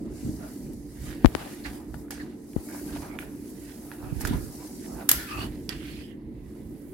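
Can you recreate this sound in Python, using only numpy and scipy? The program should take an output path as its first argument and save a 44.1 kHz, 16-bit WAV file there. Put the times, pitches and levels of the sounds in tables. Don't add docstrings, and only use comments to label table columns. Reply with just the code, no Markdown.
import sys
import numpy as np
from scipy import signal
from scipy.fft import rfft, irfft, next_fast_len
from scipy.io import wavfile
from scipy.ndimage import uniform_filter1d, map_coordinates

SR = 44100
rng = np.random.default_rng(int(sys.argv[2]) if len(sys.argv) > 2 else 0)


def generate_wav(signal):
    frames = np.transpose(np.atleast_2d(signal))
    scaled = np.clip(frames, -1, 1) * 32767
    pcm = np.round(scaled).astype(np.int16)
    wavfile.write(sys.argv[1], SR, pcm)


N = 305657


def amp(db):
    return 10 ** (np.asarray(db) / 20)


def unit(x):
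    return x / np.sqrt(np.mean(x ** 2) + 1e-20)


def along(points, hz):
    f, value = np.transpose(points)
    return np.interp(np.log(hz + 1), np.log(f + 1), value)


def curves(rows):
    s, *columns = np.transpose(rows)
    return [np.interp(np.arange(N) / SR, s, column) for column in columns]


def wobble(rate, size=N):
    knots = rng.standard_normal(int(size * rate / SR) + 4)
    return map_coordinates(knots, [np.arange(size) * rate / SR])


def filtered(x, response):
    m = next_fast_len(x.shape[-1] + 8192)
    spectrum = rfft(x, m) * response(np.fft.rfftfreq(m, 1 / SR))
    return irfft(spectrum, m)[..., :x.shape[-1]]


def colour(points):
    return lambda hz: amp(along(points, hz))


def resonant(peaks):
    def response(f):
        total = 0
        for k, (centre, width, db) in enumerate(peaks):
            damping = 1j * f * width
            total = total + (-1) ** k * amp(db) * damping / (centre ** 2 - f ** 2 + damping)
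        return total
    return response


def pair(alike, grit_db):
    shared, left, right = rng.standard_normal((3, N))
    noise = np.sqrt(alike) * shared + np.sqrt(1 - alike) * np.array([left, right])
    return noise * amp(grit_db * wobble(160))


def sides(db):
    return amp(np.array([db / 2, -db / 2]))


def patchy(x, depth_db):
    z = signal.stft(x, nperseg=512)[2]
    field = rng.standard_normal(z.shape[1:])
    field = uniform_filter1d(field, size=3, axis=0)
    field = uniform_filter1d(field, size=8, axis=1)
    return signal.istft(z * amp(depth_db * unit(field)), nperseg=512)[1][:, :N]


def grit(rate, spread_db, alike):
    struck = rng.random((3, N)) < rate / SR
    size = amp(spread_db * np.minimum(rng.exponential(size=(3, N)), 3.5))
    kicks = struck * size * np.sign(rng.standard_normal((3, N)))
    return unit(np.sqrt(alike) * kicks[0] + np.sqrt(1 - alike) * kicks[1:])


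def swells(peak_s, rise_s, fall_s, db):
    late = np.arange(0, N + 32, 32)[None] / SR - np.c_[peak_s]
    fall_s = np.maximum(fall_s, .015)
    away = np.where(late < 0, -late / np.c_[rise_s], late / np.c_[fall_s])
    power = np.sum(amp(np.c_[db] - 12 * away) ** 2, axis=0)
    return np.repeat(np.sqrt(power), 32)[:N]


def skids(column):
    # t/s, cloth hiss level/dB, fine fluff level/dB, long arms level/dB, short parts level/dB,
    # time to fade 12 dB/s (swells raises the shortest)
    skid_rows = np.array([(1.244, -60, -49.5, -39.5, -43.5, 0.1), (1.352, -53, -51.5, -41.5, -44, 0.24),
                          (1.658, -52, -55.5, -42, -37.5, 0.07), (1.944, -58, -61, -46, -48, 0),
                          (2.109, -44, -62, -43, -37.5, 0.0652), (2.562, -65, -52, -44.5, -50.5, 0.08),
                          (3.19, -54, -47.5, -58, -46, 0.07), (3.918, -61, -59, -47, -47, 0.06),
                          (4.208, -40.5, -40, -38.5, -44, 0.03), (4.251, -32.5, -39, -38, -34, -0.04),
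                          (4.273, -36, -39.5, -37, -36, -0.0629), (5.091, -31.5, -33.5, -36.5, -25, 0.1),
                          (5.692, -49, -61, -41.5, -33, 0.07)])
    attack_s = np.full(len(skid_rows), 0.0021)
    return swells(skid_rows[:, 0], attack_s, skid_rows[:, -1], skid_rows[:, column])


def cloth():
    # t/s, cloth hiss level/dB, fine fluff level/dB, left-right step/dB
    sweeps = [(0.0, -62, -67, -1), (0.08, -66.5, -70, -1.5), (0.17, -54.5, -61, 0), (0.28, -53, -57.5, 0.4),
              (0.5, -57, -56, 0.5), (0.89, -63, -65, -2), (1.07, -50.5, -52, -3), (1.22, -63, -60, 0),
              (1.505, -53, -53, 0.3), (1.59, -59.5, -59, 1), (1.75, -55.5, -53.5, 0),
              (1.85, -67, -65, -0.5), (1.99, -58.5, -59, 1.5), (2.1, -73, -67, -1.5),
              (2.22, -59, -59, -1.5), (2.33, -68.5, -70, -3), (2.47, -61.5, -63, 0.5),
              (2.75, -50, -48.5, 3), (3.05, -53, -52.5, 0), (3.12, -63, -60, 3), (3.72, -56, -56, -5.5),
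              (3.9, -59, -52.5, 1.5), (4.09, -61, -57.5, 1), (4.19, -55, -55, -3), (4.32, -52.5, -50.5, -1),
              (4.64, -51.5, -53, 0.5), (4.93, -51.5, -54, -0.9), (5.08, -65, -54, -1),
              (5.41, -50.5, -49.5, -1), (5.51, -62.5, -58, -3), (5.685, -64, -63.5, -6),
              (5.85, -58.5, -57, -1.5), (5.99, -60, -59, 0.3), (6.1, -69, -67.5, -1), (6.19, -81, -78, -2),
              (6.35, -78, -75, -3), (6.5, -66.5, -66, -3.5), (6.93, -71, -61, -6.5)]
    # f/Hz, level per Hz/dB
    weave_spectrum = [(1760, -39), (3000, -19), (3380, -40), (3620, -7.5), (4720, 1), (6460, 1.5),
                      (9500, 1), (12400, -6.5), (20900, -120)]
    # f/Hz, level per Hz/dB
    fluff_spectrum = [(5000, -18.5), (8500, -7), (11000, 0.5), (15100, -6.5), (15900, -5.5), (16200, -24.5)]
    weave_db, fluff_db, pan_db = curves(sweeps)
    weave = unit(filtered(patchy(pair(0.025, grit_db=1.05), depth_db=2.0), colour(weave_spectrum)))
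    fluff = unit(filtered(patchy(pair(.05, grit_db=1.1), depth_db=0.5), colour(fluff_spectrum)))
    weave_gain = np.hypot(amp(weave_db), skids(column=1))
    fluff_gain = np.hypot(amp(fluff_db), skids(column=2))
    return amp(0.76 * wobble(22)) * (weave_gain * weave + fluff_gain * fluff) * sides(pan_db)


def scrape():
    # loudest t/s, time to swell 12 dB/s, time to fade 12 dB/s (both have
    # a shortest value), long arms level/dB, short parts level/dB (both trimmed below)
    scuffs = [(0.06, -2, 0.3, -56.5, -64), (0.28, 0.2, 0.05, -56, -54), (0.45, 0.1, 0.1, -47, -51.5),
              (0.73, 1.2, -0.2, -60.5, -63), (1.085, 0.12, 0.2, -49, -44.5),
              (1.425, 0.13, 0.22, -50, -43.5), (1.735, 0, 0.27, -51, -60), (2.22, 0.06, 0.12, -49.5, -50),
              (2.4, 2, -2, -63, -84), (2.752, 0.16, 0.05, -46, -55), (2.88, 0.2, 0.27, -53, -53.5),
              (2.968, 0.09, -0.12, -41.5, -43), (3.052, 0.08, 0.07, -42.5, -48.5),
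              (3.15, 0.06, 0.09, -42.5, -55), (3.235, -0.3, 0.15, -51, -64), (3.7, 0.37, 0.2, -72, -52),
              (3.86, 0.35, 0.5, -52, -60), (4.045, 0.08, 0.17, -46.5, -58), (4.29, 0.11, 0.03, -47, -39.5),
              (4.34, 0.06, 0.01, -48, -42.5), (4.65, 0.5, 0.1, -49.5, -54.5), (4.86, 0.1, -0.1, -63, -49),
              (5.019, 0.08, 0.04, -37, -49.5), (5.32, 0.15, 0.04, -55, -38.5),
              (5.431, 0.0337, 0.0427, -37, -32.5), (5.55, 0.5, 0.12, -56.5, -52),
              (5.9, 0.13, -0.01, -59, -47.5), (6.01, 0, -0.01, -52.5, -45), (6.45, 0.3, 1.5, -64.5, -65),
              (6.8, 1, 7, -70.5, -70)]
    # f/Hz, width/Hz, level/dB
    arm_peaks = [(452, 82, 7), (685, 163, 5.5), (791, 159, 5), (982, 92, 0.5), (1240, 250, -5)]
    # f/Hz, width/Hz, level/dB
    part_peaks = [(1515, 230, 3.5), (1960, 295, 5), (2250, 247, 3), (2800, 580, -1), (3540, 850, -3.5),
                  (4650, 1000, -6.5)]
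    rest_db = -76

    def steep(peaks):
        def response(hz):
            bass_cut = hz ** 2 / (hz ** 2 + peaks[0][0] ** 2)
            return resonant(peaks)(hz) * bass_cut / (1 + (hz / peaks[-1][0] / 2.2) ** 4)
        return response

    peak_s, rise_s, fall_s, arms_db, parts_db = np.transpose(scuffs)
    rise_s = np.maximum(rise_s, .02)
    arms_gain = np.hypot(swells(peak_s, rise_s, fall_s, arms_db), skids(column=3)) + amp(rest_db)
    parts_gain = np.hypot(swells(peak_s, rise_s, fall_s, parts_db), skids(column=4)) + amp(rest_db)
    kicks = patchy(0.73 * grit(500, spread_db=3.5, alike=0.48), depth_db=3.5)
    arms_rub = patchy(pair(0.38, grit_db=0.0), depth_db=3.5)
    parts_rub = patchy(pair(0.061, grit_db=1.5), depth_db=2.5)
    arms = unit(filtered(arms_rub + kicks, steep(arm_peaks)))
    parts = unit(filtered(parts_rub + kicks, steep(part_peaks)))
    slip = wobble(25)
    arms_gain = arms_gain * amp(-4.0 + 0.4 * slip)
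    parts_gain = parts_gain * amp(-6.5 + 1.3 * slip)
    return (arms_gain * arms + parts_gain * parts) * sides(np.array([-3.]))


def drags():
    # start t/s, end t/s, first f/Hz, last f/Hz, width/Hz,
    # level/dB (before the swell and fade), left-right step/dB
    glides = [(0.39, 0.503, 590, 674, 150, -49, -1), (0.4, 0.52, 1400, 1470, 200, -53.5, -2),
              (1.646, 1.678, 1820, 2300, 630, -40, -6), (1.635, 1.675, 4400, 4000, 900, -47.5, -4),
              (1.5, 1.6, 1780, 1850, 300, -58.5, -2), (1.68, 1.725, 1900, 1800, 400, -59, -5),
              (1.652, 1.675, 920, 650, 400, -42, 0), (2.19, 2.25, 4400, 4200, 900, -55.5, -3),
              (2.195, 2.232, 1926, 1600, 250, -43.5, -2.5), (2.689, 2.84, 1590, 1615, 250, -53.5, -2),
              (2.656, 2.826, 2250, 2100, 290, -57.5, -9), (1.374, 1.516, 705, 680, 460, -47.5, 12),
              (1.36, 1.46, 1900, 1700, 900, -50.5, 3), (1.38, 1.44, 4200, 2900, 1500, -54, 7),
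              (3.02, 3.18, 1350, 1200, 440, -53, -3), (3.2, 3.26, 2300, 2200, 700, -54.5, -6),
              (2.69, 2.82, 670, 780, 300, -53, -3), (2.872, 2.984, 1580, 1620, 190, -57, -5),
              (3.083, 3.178, 2240, 2270, 180, -55, -12), (3.223, 3.237, 1400, 1570, 200, -47, -12),
              (4.05, 4.21, 2550, 2450, 360, -61.5, -5), (4.205, 4.25, 1700, 2300, 900, -48, -2.5),
              (4.255, 4.3, 1600, 1900, 600, -45, -2), (4.34, 4.41, 1900, 1600, 1400, -51.5, 0),
              (5.78, 6.06, 3000, 3300, 1300, -55, -6), (5.7, 5.74, 1850, 1800, 300, -50, -5),
              (5.8, 5.87, 1400, 1400, 400, -57, -5), (4.27, 4.36, 3400, 3700, 900, -49.5, 0),
              (2.915, 2.985, 3600, 4000, 1500, -56, -3), (5.7, 5.8, 2700, 2700, 700, -54.5, -3),
              (5.33, 5.49, 1900, 1800, 500, -56, 1), (4.322, 4.361, 1000, 984, 210, -41.5, -1),
              (4.84, 5.04, 580, 770, 380, -48.5, -3), (5.12, 5.26, 1300, 1600, 120, -46, -7),
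              (5.125, 5.25, 4500, 3800, 250, -52, -3), (5.125, 5.2, 5400, 6200, 300, -50, -3),
              (5.13, 5.3, 1880, 1700, 150, -48, 6), (5.2, 5.3, 1480, 1300, 150, -47.5, 4),
              (5.3, 5.37, 1750, 1800, 200, -49.5, 3), (5.28, 5.46, 1230, 1170, 130, -42, 9),
              (5.27, 5.44, 2540, 2620, 240, -43, -5), (5.32, 5.508, 920, 750, 590, -45.5, 0),
              (5.3, 5.36, 5200, 4200, 700, -50.5, -0.5), (5.38, 5.47, 3900, 3500, 1200, -52, -2),
              (5.37, 5.49, 2780, 2950, 180, -46, -9), (5.36, 5.485, 4520, 4480, 250, -48, 3),
              (5.76, 5.96, 2850, 2700, 600, -56, -10), (5.95, 6.17, 3200, 3000, 500, -57.5, -6),
              (5.81, 6.05, 2100, 2500, 960, -55, -10), (5.86, 6.05, 4290, 4300, 280, -58, -1),
              (5.89, 6.12, 5100, 4800, 300, -61.5, -4), (5.96, 6.04, 2550, 2550, 255, -56, -7),
              (5.99, 6.19, 2050, 1800, 350, -62.5, -9)]
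    wander = .012
    slips_per_s, slip_share = 1100, 0.6
    lean, edge = 0.72, 0.83
    sing = 0.55
    out = np.zeros((2, N))
    for start, end, first_hz, last_hz, width_hz, db, pan_db in glides:
        n = round((end - start) * SR)
        rub = unit(rng.standard_normal((2, 2, SR // 2)))
        slips = (rng.random(SR // 2) < slips_per_s / SR) * rng.exponential(size=SR // 2)
        slips = unit(slips) * rng.normal(0, 1, (2, 2, SR // 2))
        lowpass = lambda hz: (1 + 2j * hz / width_hz) ** -1.4
        slow = unit(filtered(rub + slip_share * slips, lowpass)[..., -n:])
        pitch_hz = np.linspace(first_hz, last_hz, n) * (1 + wander * wobble(30, size=n))
        turn = 2 * np.pi * np.cumsum(pitch_hz) / SR
        judder = amp(1.3 * wobble(120, size=n) + 1.0 * wobble(35, size=n))
        tone = sing * (width_hz < 260)
        band = unit(judder * ((slow[0] + tone) * np.cos(turn) + slow[1] * np.sin(turn)))
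        shape = np.abs(np.sin(np.pi * np.linspace(0, 1, n) ** lean)) ** edge
        out[:, round(start * SR):][:, :n] += amp(db) * band * shape * sides(np.array([pan_db]))
    return out


def clacks():
    # t/s, knock level/dB, where it rings most f/Hz, rattle level/dB, time for the rattle to
    # fall 60 dB/s, left-right step/dB (knock and rattle levels are trimmed below)
    knocks = [(0.733, -62, 4000, -37, 0.018, 10), (1.105, -32, 1800, -44, .02, -18),
              (1.128, -35, 1800, -52, .02, -21), (1.517, -32, 1700, -52, .01, -3),
              (1.6585, -22, 2120, -39, .02, -3), (1.662, -29, 2200, -45, .015, -3),
              (1.665, -32, 4300, -55, 0.022, -8), (1.665, -26.5, 1000, -50, .01, -3),
              (1.669, -29, 2400, -50, .01, -3), (1.9428, -28, 1100, -36, 0.007, 14),
              (2.083, -39, 1500, -64, .01, -7), (2.1067, -24.5, 1690, -21, 0.024, -6),
              (2.1075, -27, 4900, -40, .02, -6), (2.156, -34, 1600, -55, .01, -4),
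              (2.178, -32, 1700, -55, .01, -4), (2.2006, -35, 1900, -50, .01, -4),
              (2.5335, -40, 2300, -48, .01, -5), (2.689, -30.5, 1300, -50, .01, -6),
              (2.7252, -38, 2300, -52, .01, -4), (2.7462, -29, 800, -52, .01, -4),
              (2.766, -34, 750, -55, .01, -2), (2.796, -31, 1600, -52, .01, -4),
              (2.8878, -44, 1600, -55.5, .01, -4), (2.9063, -33, 800, -52, .01, -5),
              (2.935, -40, 2300, -46, .015, -3), (2.949, -42, 1600, -46, .015, -3),
              (2.9622, -25, 750, -44, 0.026, -7), (2.971, -32.5, 1700, -48, .015, -5),
              (2.984, -36, 920, -58, .01, -3), (3.021, -30, 1000, -47, .01, -1),
              (3.053, -33, 800, -50, .01, 1), (3.066, -33, 720, -55, .01, 2),
              (3.085, -36, 750, -55, .01, 0), (3.1532, -33.5, 800, -49, .01, -2),
              (3.165, -42, 1300, -52, .01, -2), (3.1885, -16, 2060, -37, .015, -9),
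              (3.212, -35, 2300, -50, .01, -6), (3.235, -39, 900, -52, .01, -6),
              (3.916, -24.5, 1630, -40, 0.013, -9), (4.0274, -30, 900, -54.5, .01, -7),
              (4.042, -35, 1200, -56, .01, -5), (4.061, -39, 900, -55, .01, -3),
              (4.201, -50, 4800, -33.5, .03, -1), (4.208, -29, 1490, -50, .01, -5),
              (4.214, -44, 4800, -25, 0.029, -5), (4.2505, -11.5, 1500, -34, .03, -5.5),
              (4.258, -22.5, 1900, -38, .02, -3), (4.2714, -20, 3200, -25, 0.035, 1),
              (4.2215, -37, 1200, -36, .015, -3), (4.238, -35, 1400, -50, .01, 6),
              (4.265, -35, 1600, -45.5, .015, -2.5), (4.279, -29, 1200, -39.5, .015, 0),
              (4.291, -34, 2200, -41, .02, -2), (4.3, -33, 3200, -44, .01, 0),
              (4.3312, -30, 900, -50, .01, 2), (4.342, -33, 1300, -46, .01, 0),
              (4.352, -30, 900, -52, .01, 0), (4.366, -36, 800, -54, .01, 0),
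              (4.394, -37, 1500, -54, .01, 0), (4.3746, -36, 1300, -52, .01, 0),
              (5.0902, -13.5, 1500, 4.5, 0.02, -3), (5.0923, -19.5, 2600, -0.5, 0.013, -4),
              (5.114, -20, 4700, 5.5, 0.012, -1.5), (5.1155, -13.5, 1450, -4, 0.02, -1),
              (5.129, -30, 1500, -16, .01, -2), (5.2907, -30, 2400, -46, .015, 0),
              (5.322, -27.5, 2500, -41.5, .02, 0), (5.392, -28, 2600, -40, .02, -2),
              (5.412, -29, 2700, -42, .02, -2.5), (5.692, -11, 3900, -22, 0.015, -12)]
    # f/Hz, level/dB, time to fall 60 dB/s
    modes = [(680, 1, 0.026), (900, 1.5, 0.017), (1230, 1.5, 0.0071), (1445, -4.5, 0.025), (1674, 0, 0.016),
             (2370, 1, 0.0079), (2910, -1.5, 0.0057), (3390, -4.5, 0.017), (4840, -1.5, 0.013),
             (5470, -0.5, 0.013)]
    # f/Hz, level per Hz/dB
    rattle_spectrum = [(1760, -39.5), (3000, -11), (4100, -14.5), (4900, -5.5), (5370, -11), (7350, -4.5),
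                       (8960, -6), (12300, 2.5), (14300, -9), (15700, -6.5), (16400, -24)]
    # f/Hz, time to fall 60 dB/s
    echo_times = [(800, 0.78), (3000, 0.49), (8000, 0.16), (15000, 0.36)]
    crack_db, crack_s = -15, 0.0016
    out, t = np.zeros((2, N + SR)), np.arange(SR // 2) / SR
    for s, knock_db, spot_hz, rattle_db, t60, pan_db in knocks:
        luck_db = rng.normal(0, 2.2, (len(modes), 2, 1))
        shift = rng.normal(0, .4, (len(modes), 2, 1)) + rng.normal(0, .8, (len(modes), 1, 1))
        ring = 0
        for (hz, level_db, life_s), more_db, turn in zip(modes, luck_db, shift):
            off_spot_db = 20 * np.log2(hz / spot_hz) ** 2
            fading = amp(level_db + more_db - off_spot_db - 60 * t / life_s)
            ring = ring + fading * np.sin(2 * np.pi * hz * t + turn)
        rattle = unit(filtered(rng.standard_normal((2, len(t))), colour(rattle_spectrum)))
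        rattle = rattle * amp(-60 * t / t60)
        dull = lambda f: 1 / (1 + (f / 5500) ** 2)
        crack = filtered(rng.standard_normal(len(t)), dull)
        hit = amp(knock_db - 10.5) * ring * (1 - np.exp(-t / 0.0002))
        hit += amp(rattle_db - 6.5) * rattle * (1 - np.exp(-t / 0.00073))
        hit += amp(knock_db + crack_db - 60 * t / crack_s) * crack
        hz, u, z = signal.stft(rng.standard_normal((2, len(t))), SR, nperseg=256)
        tail = signal.istft(z * amp(-60 * u / along(echo_times, hz)[:, None]), SR, nperseg=256)[1]
        echo = signal.fftconvolve(hit, tail / np.linalg.norm(tail[0]), axes=1)[:, :len(t)]
        out[:, round(s * SR):][:, :len(t)] += hit * sides(np.array([pan_db])) + amp(-8.0) * echo
    return out[:, :N]


def bumps():
    # t/s, left level/dB, right level/dB, f/Hz, time to fall 60 dB/s
    thuds = [(1.246, 18, -6, 266, 0.015), (1.2521, 0.5, -31, 118, 0.039), (2.564, 2, -19, 247, 0.0098),
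             (2.569, -19.5, -44, 70.6, 0.1), (0.2316, -27, -27, 255, 0.075), (0.2482, -19, -18, 122, 0.044),
             (0.2905, -26, -25, 100, .05), (0.2617, -22, -20, 243, 0.063), (0.2742, -22, -26, 205, 0.031),
             (0.292, -21, -20.5, 227, 0.083), (4.3093, -12.5, -11.5, 220, 0.03),
             (4.332, -17, -18, 210, 0.037), (4.3439, -11.5, -13, 130, 0.023),
             (4.1191, -45, -27, 190, 0.028), (4.1241, -55, -9.5, 127, 0.032),
             (4.161, -48, -16.5, 96, 0.063), (4.174, -44, -15.5, 55.83, 0.091),
             (4.236, -30, -25, 64.8, 0.055), (4.36, -33, -11.5, 57.5, 0.08), (5.113, -28, -25, 268, 0.046),
             (5.168, -29, -25.5, 70, .08), (5.358, -27, -23, 100, 0.073), (5.398, -26, -26, 90, .06),
             (5.452, -29, -30, 62, .1)]
    # t/s, spike level/dB, rebound level/dB, rebound f/Hz, time to fall 60 dB/s
    taps = [(1.259, -1, 4, 43.7, 0.036), (1.3510, -4, -6, 296, 0.022)]
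    out, t = np.zeros((2, N + SR)), np.arange(SR // 4) / SR
    lag = round(0.00065 * SR)
    for s, left_db, right_db, hz, t60 in thuds:
        swing = -np.sin(2 * np.pi * hz * t) * amp(-60 * t / t60) * (1 - np.exp(-t / 0.00077))
        out[0, round(s * SR):][:len(t)] += amp(left_db) * swing
        out[1, round(s * SR) + lag:][:len(t)] += amp(right_db) * swing
    width_s = 0.000077
    for s, spike_db, rebound_db, hz, t60 in taps:
        spike = -amp(spike_db) * np.e * t / width_s * np.exp(-t / width_s)
        rebound = amp(rebound_db - 60 * t / t60) * np.sin(2 * np.pi * hz * t + 0.67)
        rebound = rebound * (1 - np.exp(-t / 0.0012))
        out[0, round(s * SR):][:len(t)] += spike + rebound
        out[1, round(s * SR) + lag:][:len(t)] -= amp(-26) * rebound
    return out[:, :N]


def grip():
    # t/s, level/dB (raised a little below)
    shifts = [(3.95, -61.5), (4.05, -37), (4.12, -47), (4.216, -39), (4.244, -25.5), (4.276, -28.5),
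              (4.478, -37), (4.51, -45), (4.65, -60.5)]
    s, db = np.transpose(shifts)
    level_db = np.interp(np.arange(N) / SR, s, db, left=-120, right=-120)
    lumps = resonant([(50.3, 45.4, 0), (108.6, 128, -5.0), (302, 116, -9)])
    rub = unit(filtered(pair(0.34, grit_db=2.5), lumps))
    return amp(level_db + 2.5 + 1.6 * wobble(30)) * rub * amp([[-10], [0]])


def fan():
    # multiple of the blade rate, level/dB (before it wavers)
    blade_tones = [(3, -58.5), (4, -49.5), (5, -57.5), (6, -63.5)]
    blade_hz = 72.94
    turn = 2 * np.pi * np.cumsum(blade_hz * (1 + 0.00793 * wobble(6))) / SR
    tones = 0
    for k, db in blade_tones:
        wave = np.sqrt(2) * np.sin(k * turn + 2 * np.pi * rng.random())
        tones = tones + amp(db + 2.7 * wobble(14)) * wave
    return tones * sides(np.array([-1.6]))


def room():
    # t/s, deep rumble level/dB, hum level/dB (both before the random swell)
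    room_levels = [(0.0, -48, -33.5), (0.2, -43, -44), (0.27, -35.5, -38), (0.39, -45, -41.5),
                   (0.75, -47.5, -39.5), (0.92, -48.5, -45.5), (1.09, -41.5, -38.5), (1.5, -53.5, -41),
                   (1.94, -43.5, -42.5), (2.5, -54, -43), (3.0, -44.5, -40), (3.65, -53.5, -44.5),
                   (4.32, -40.5, -40), (4.66, -51.5, -45), (4.95, -47.5, -39.5), (5.06, -52.5, -40.5),
                   (5.15, -43.5, -42), (5.29, -47, -43.5), (5.385, -39, -37), (5.49, -41.5, -39.5),
                   (5.66, -47.5, -41), (5.8, -42.5, -41), (6.25, -46.5, -42), (6.93, -45.5, -44)]
    # f/Hz, level per Hz/dB
    rumble_spectrum = [(13, -40), (22, -4.5), (59, 8.5), (97, -2.5), (140, 4), (176, -9.5), (220, -16),
                       (290, -34.5), (480, -120)]
    # f/Hz, width/Hz, level/dB
    hum_peaks = [(236.7, 99.4, -7), (268, 23.8, -2), (293.6, 35.5, -5), (328.6, 36.5, -3), (362, 51, -10),
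                 (492, 61, -18), (513.5, 64, -18)]
    # f/Hz, level per Hz/dB
    still_spectrum = [(300, -27.5), (450, 5), (650, -12.5), (1000, -10), (1300, -32.5), (1750, -18.5),
                      (2050, -14), (2600, -29), (4000, -29.5), (7000, -43.5), (11000, -37), (16000, -41)]
    surge_db = 1.95
    rumble_db, hum_db = curves(room_levels)
    rumble = unit(filtered(pair(0.95, grit_db=0), colour(rumble_spectrum))) * sides(np.array([-4.5]))
    steep = lambda hz: resonant(hum_peaks)(hz) / (1 + (hz / 520) ** 4)
    hum = unit(filtered(pair(0.9, grit_db=2), steep)) * sides(np.array([-1.6]))
    tone = unit(filtered(pair(0.082, grit_db=-0.5), colour(still_spectrum))) * sides(np.array([-4.]))
    rumble_gain = amp(rumble_db + surge_db * wobble(7.9) + 2.4 * wobble(9.4))
    hum_gain = amp(hum_db + 0.57 * surge_db * wobble(6) + 0.9 * wobble(12))
    return rumble_gain * rumble + hum_gain * hum + amp(-60) * tone


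def scene():
    return cloth() + scrape() + drags() + clacks() + bumps() + grip() + fan() + room()


def record(dry):
    low_hz, top_hz = 40, 16300

    def bass_loss(hz):
        x = hz / low_hz
        return (1j * x) ** 2 / (1 + np.sqrt(2) * 1j * x - x ** 2)

    thin = filtered(dry, bass_loss)
    return filtered(np.clip(thin, -1, 1), lambda hz: hz < top_hz)


dry = scene()
out = record(dry)
generate_wav(out)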